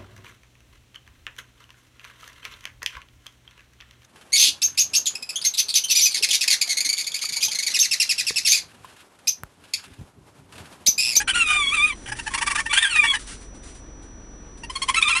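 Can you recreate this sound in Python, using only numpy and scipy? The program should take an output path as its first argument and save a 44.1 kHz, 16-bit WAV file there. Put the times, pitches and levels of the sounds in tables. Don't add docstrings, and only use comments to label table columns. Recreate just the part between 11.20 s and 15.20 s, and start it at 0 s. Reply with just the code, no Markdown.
import sys
import numpy as np
from scipy import signal
from scipy.fft import rfft, irfft
from scipy.io import wavfile
from scipy.ndimage import uniform_filter1d

SR = 44100
rng = np.random.default_rng(int(sys.argv[2]) if len(sys.argv) > 2 else 0)


def store_wav(level_fs):
    pcm = np.round(np.clip(np.atleast_2d(level_fs), -1, 1) * 32767)
    wavfile.write(sys.argv[1], SR, pcm.T.astype(np.int16))


def volts_from_db(level):
    exponent = np.asarray(level, float) / 20
    return 10 ** exponent


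N = 176400

# multiple of the idle rate, level in dB.
IDLE_ORDERS = [(1, -51), (2, -46.5), (3, -63), (4, -60.5)]
# frequency in Hz, level in dB per Hz.
CABIN_COLOUR = [(25, -28.5), (53, -5), (158, -15), (300, -12.5), (635, -24), (1600, -32), (2500, -38),
                (10000, -49.5)]
# start in seconds, level in dB, pitch in Hz.
BUMPS = [
    (.88, -38, 118),
    (2.95, -46, 95),
    (3.87, -44, 100),
]
# start in seconds, level in dB, hold in seconds.
RUSTLES = [(0.734, -51.5, 0.1), (0.951, -40.5, 0.014), (1.976, -40.5, 0.025), (2.058, -39, 0.054),
           (2.195, -50, 0.013), (2.331, -53.5, 0.011), (2.417, -48.5, 0.071), (2.533, -49.5, 0.0038),
           (2.808, -55.5, 0.0082), (3.36, -53, 0.0047), (3.494, -47.5, 0.43), (1.016, -48, 0.52)]
# frequency in Hz, level in dB per Hz.
RUSTLE_COLOUR = [(290, -36), (500, -13), (822, -17), (1250, 4.5), (6810, 1), (9130, 5), (10500, 1),
                 (13600, -13), (22000, -120)]
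# frequency in Hz, width in Hz, level in dB.
CARRIER_MODES = [(925, 130, 2), (1155, 130, 1), (1535, 130, 5), (1822, 120, 8), (2300, 180, 2),
                 (2470, 180, 2), (3350, 220, 3)]

# frequency in Hz, level in dB.
LOW_THROAT = [(800, -8), (1800, -0.5), (2500, -12), (3000, 5), (3400, -21), (4000, -16), (4700, -12),
              (9500, -15.5)]
RAISED_THROAT = [(900, -6), (1850, -14.5), (2250, -5), (3200, -3), (3700, -29), (4300, -9), (7000, -19.5),
                 (9500, -15)]
STUTTER_THROAT = [(900, -2.5), (1200, -16.5), (2300, -14), (3400, -22), (4000, -19.5), (5500, -23),
                  (7000, -22), (9500, -26.5)]
SQUEAL_THROAT = [(900, -8.5), (1500, -13), (2500, -1.5), (3500, -6.5), (4200, -15), (5000, -24),
                 (8500, -15), (10500, -20)]
# frequency in Hz, level in dB.
AIR_TILT = [(600, -26), (1500, -4), (3300, -2), (4000, -11), (4700, 1), (6200, 2), (7000, -4), (9000, 8)]

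# start in seconds, level in dB, pitch in Hz, hold in seconds.
CHITTER = [(-.018, -24.5, 835, .027), (.068, -27.5, 777.4, 0.01944), (.135, -37, 732.5, .053),
           (.27, -29.5, 740, .08), (.91, -25.5, 830, 0.0059), (.981, -23.5, 925, .005),
           (1.056, -25.5, 880, .011), (1.13, -28, 950, 0.017), (1.203, -22, 919, 0.01307),
           (1.286, -24.5, 914.3, .016), (1.365, -25, 870, 0.01813), (1.451, -24.5, 900, 0.0063),
           (1.519, -25, 893, 0.01177), (1.602, -30.5, 916, .016), (1.675, -29, 921.7, 0.01142),
           (1.747, -20.5, 926.4, 0.0117), (1.826, -23, 921.3, 0.0209), (1.925, -22.5, 846.4, 0.0196)]
RASPS = [
    (.857, -37, 780, .042),
    (.95, -47, 900, .015),
]
CHITTER_RAISED = [
    (3.432, -37.5, 911, .013),
    (3.495, -30.5, 1026, 0.0078),
    (3.552, -27.5, 1073, 0.013),
    (3.616, -25.5, 1075, 0.017),
]
CHITTER_RISING = [
    (3.675, -22, 1090, .016),
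    (3.734, -25.5, 1085, 0.023),
    (3.806, -23.5, 1084, .016),
    (3.872, -22, 1060, 0.024),
    (3.941, -24.5, 1044, 0.037),
]
STUTTER = [
    (1.098, -40, 1093, 0.02),
    (1.128, -25, 1084, 0.012),
    (1.17, -25, 1116, 0.0067),
    (1.21, -24, 1165, 0.0081),
    (1.255, -24, 1142, 0.017),
    (1.3, -24.5, 1090, 0.012),
    (1.343, -20.5, 1208, 0.0092),
    (1.385, -24.5, 1103, 0.011),
]

# time in seconds, pitch in Hz, level of the 2nd harmonic in dB.
YELP_FIRST = [(.074, 1287, -38), (.086, 1395, -25.5), (.1, 1575, -29.5), (.112, 1503, -33)]
SQUEAL_OPENING = [(0.133, 1231, -17), (0.149, 1389, -26), (0.161, 1429, -23.5), (0.201, 1391, -25.5),
                  (0.229, 1347, -24.5), (0.241, 1231, -36), (0.257, 1238, -36.5), (0.275, 1227, -28.5)]
SQUEAL_FIRST = [(0.281, 1223, -29.5), (0.304, 1237, -30), (0.398, 1176, -31), (0.46, 1098, -34),
                (0.51, 1121, -35), (0.545, 1283, -27), (0.588, 1158, -30.5), (0.684, 1262, -30),
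                (0.73, 1012, -47)]
SQUEAL_RISE = [(1.492, 1150, -40.5), (1.52, 1151, -30.5), (1.53, 1384, -23.5), (1.54, 1535, -18.5),
               (1.548, 1453, -22.5), (1.556, 1358, -28)]
SQUEAL_PEAK = [(1.562, 1477, -30), (1.58, 1614, -18), (1.596, 1795, -23.5), (1.61, 1828, -29),
               (1.636, 1771, -26), (1.646, 1646, -18), (1.664, 1638, -21), (1.68, 1617, -28),
               (1.745, 1302, -21)]
SQUEAL_FALL = [(1.748, 1279, -25), (1.758, 1241, -24.5), (1.8, 1213, -27), (1.834, 1144, -34),
               (1.914, 1114, -29.5), (1.946, 1017, -37.5), (1.965, 927.2, -44)]
YELP_LAST = [(3.753, 1176, -45), (3.768, 1308, -26.5), (3.783, 1316, -23), (3.797, 1305, -33.5)]
SQUEAL_LAST = [(3.822, 1143, -21), (3.838, 1286, -26), (3.862, 1182, -30), (3.884, 1223, -27),
               (3.9, 1374, -27), (3.916, 1369, -18), (3.928, 1192, -26.5), (3.974, 1382, -25),
               (4.0, 1390, -35)]
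# time in seconds, roughness from 0 to 1.
HOARSE = [(.09, .7), (.14, .4), (.2, .3), (.3, .4), (.4, .22), (.51, .22), (.55, .55), (.59, .2),
          (.65, .22), (.72, .5), (1.5, .3), (1.54, .65), (1.6, .6), (1.67, .65), (1.71, .3), (1.9, .3),
          (1.95, .6), (3.8, .3)]
# time in seconds,
# level change in dB, half width in seconds.
CATCHES = [(.137, -14.5, 0.0078), (0.171, -7, 0.0023), (0.206, -1, 0.003), (.272, -1, 0.0025),
           (0.382, -2.5, 0.0024), (0.517, -1.5, 0.0044), (.562, -11, 0.0035), (1.524, -21, 0.0033),
           (1.557, 1.5, 0.0077), (1.628, 13.5, .004), (1.691, -9, 0.0036), (1.744, -6.5, 0.0082),
           (1.861, -3.5, 0.0051), (1.894, -15, 0.0027), (1.931, -6, 0.0046), (3.857, -6, .003),
           (3.866, -3, 0.0024), (3.924, -3, 0.0021), (3.947, -14, 0.0037)]


def table_db(hz, table):
    table = np.array(table, float)
    return np.interp(np.log(hz + 1), np.log(table[:, 0]), table[:, 1])


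def noise(table):
    colour = volts_from_db(table_db(np.fft.rfftfreq(N, 1 / SR), table))
    x = irfft(rfft(rng.standard_normal(N)) * colour, N)
    return x / x.std()


def walk(rate):
    k = max(int(SR / rate), 2)
    x = uniform_filter1d(uniform_filter1d(rng.standard_normal(N), k), k)
    return x / x.std()


def swell(t, hold, attack, release):
    rise = np.clip(t / attack, 0, 1) ** 2
    return rise * np.exp(-np.clip(t - attack - hold, 0, None) / release)


def ring(x):
    return sum(volts_from_db(db) * signal.lfilter(*signal.iirpeak(hz, hz / width, SR), x)
               for hz, width, db in CARRIER_MODES)


def idling_car():
    idle_hz = 22.36
    phase = 2 * np.pi * np.cumsum(idle_hz * (1 + 0.013 * walk(5.2))) / SR
    hum = sum(np.sqrt(2) * volts_from_db(db + 0.5 * walk(1.6)) * np.cos(k * phase) for k, db in IDLE_ORDERS)
    throb = 1 + 0.13 * np.cos(2 * phase)
    hiss = volts_from_db(-45 + 0.8 * walk(16.0)) * throb * noise(CABIN_COLOUR)
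    return hum + hiss + volts_from_db(-11.5) * ring(hiss)


def camera_whine(t):
    return np.sqrt(2) * volts_from_db(-52.5 + 0.31 * walk(23)) * np.cos(2 * np.pi * 5879.5 * t)


def floor_bumps(t):
    return sum(volts_from_db(db) * swell(t - start, 0.017, 0.013, 0.038) * np.sin(2 * np.pi * hz * t)
               for start, db, hz in BUMPS)


def sniffs_and_rustles(t):
    swells = sum(volts_from_db(db) * swell(t - start, hold, 0.019, 0.034) for start, db, hold in RUSTLES)
    return swells * volts_from_db(0.55 * walk(150)) * noise(RUSTLE_COLOUR)


def carrier_and_cabin(x):
    echo_t60_s = 0.058
    x = signal.sosfilt(signal.butter(4, 720, "high", fs=SR, output="sos"), x)
    x = x + volts_from_db(-2) * ring(x)
    age = np.arange(SR // 4) / SR
    tail = rng.standard_normal(len(age)) * volts_from_db(-60 * age / echo_t60_s) * (age > .002)
    tail = tail / np.sqrt(np.sum(tail ** 2))
    return x + volts_from_db(-4.5) * signal.fftconvolve(x, tail)[:N]


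def voice(hz, gain, rough, throat, breath_db):
    jitter = .032 * rough * walk(400)
    wobble = .016 * rough * walk(73.87)
    phase = 2 * np.pi * np.cumsum(hz * (1 + jitter + wobble)) / SR
    on = gain > 1e-5
    tone = np.zeros(N)
    for k in range(1, 14):
        level_db = table_db(k * hz[on], throat) + 3.2 * walk(68)[on]
        partial = np.cos(k * phase[on] + rng.uniform(0, 2 * np.pi))
        tone[on] += volts_from_db(level_db) * (k * hz[on] < 11000) * partial
    breath = [(f, table_db(f, throat) + table_db(f, AIR_TILT)) for f in np.geomspace(300, 11000, num=40)]
    air = volts_from_db(breath_db) * rough * (1 + .5 * np.cos(phase)) * noise(breath)
    shimmer = volts_from_db(3.5 * np.minimum(rough, 1) * walk(320))
    return gain * shimmer * (np.sqrt(2) * tone + air)


def notes(table, t, attack, rise):
    release_s, sag_per_s = 0.0037, 5
    hz, gain = np.full(N, 1. * table[0][2]), np.zeros(N)
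    for start, db, pitch, hold in table:
        age = t - start
        sag = sag_per_s * np.clip(age - attack - hold, 0, .03)
        bend = rise * (np.tanh(age / (attack + hold / 2)) - .7)
        hz = np.where(age >= 0, pitch * (1 + bend - sag), hz)
        gain = np.maximum(gain, volts_from_db(db) * swell(age, hold, attack, release_s))
    return hz, gain


def low_animal(t):
    chitter = volts_from_db(-9.0) * voice(*notes(CHITTER, t, .013, .09), .8, LOW_THROAT, 5)
    rasps = volts_from_db(-11.5) * voice(*notes(RASPS, t, 0.0017, .09), 1.6, LOW_THROAT, 5)
    raised = volts_from_db(-0.5) * voice(*notes(CHITTER_RAISED, t, .0035, 0.0314), .45, RAISED_THROAT, 3)
    rising = volts_from_db(-3.5) * voice(*notes(CHITTER_RISING, t, 0.012, .17), .8, RAISED_THROAT, 3)
    return chitter + rasps + raised + rising


def stutter(t):
    return voice(*notes(STUTTER, t, 0.01152, .08), .6, STUTTER_THROAT, 3.5)


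def squeals(t):
    edge_s = 0.0031
    calls = (YELP_FIRST, SQUEAL_OPENING, SQUEAL_FIRST, SQUEAL_RISE,
             SQUEAL_PEAK, SQUEAL_FALL, YELP_LAST, SQUEAL_LAST)
    rows = np.concatenate(calls)
    hz = np.interp(t, rows[:, 0], rows[:, 1])
    db = np.interp(t, rows[:, 0], rows[:, 2])
    on = np.max([swell(t - c[0][0], c[-1][0] - c[0][0], edge_s, edge_s) for c in calls], axis=0)
    catch_db = sum(depth_db * np.exp(-((t - s) / width) ** 2) for s, depth_db, width in CATCHES)
    gain = on * volts_from_db(db + catch_db - table_db(2 * hz, SQUEAL_THROAT) + 1.0)
    rough = np.interp(t, *np.array(HOARSE).T)
    return voice(hz, gain, rough, SQUEAL_THROAT, 0.74)


def scene():
    t = np.arange(N) / SR
    background = idling_car() + camera_whine(t)
    movement = floor_bumps(t) + sniffs_and_rustles(t)
    calls = low_animal(t) + stutter(t) + squeals(t)
    return (background + movement + carrier_and_cabin(calls))[None]


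def roll_off(x):
    return signal.sosfilt(signal.butter(12, 11590, fs=SR, output="sos"), x)


def record(dry):
    limit_db, slope, settle_s = -23.5, .85, .028
    keep = np.exp(-1 / (settle_s * SR))
    shrill = signal.sosfilt(signal.butter(4, 3200, "high", fs=SR, output="sos"), dry)
    power = signal.lfilter([1 - keep], [1, -keep], uniform_filter1d(shrill ** 2, size=600))
    over_db = 10 * np.log10(power + 1e-12) - limit_db
    x = dry * volts_from_db(-slope * np.clip(over_db, 0, None))
    x = signal.sosfilt(signal.cheby1(16, .5, 10250, fs=SR, output="sos"), x)
    return roll_off(x)


dry = scene()
out = record(dry)
store_wav(out)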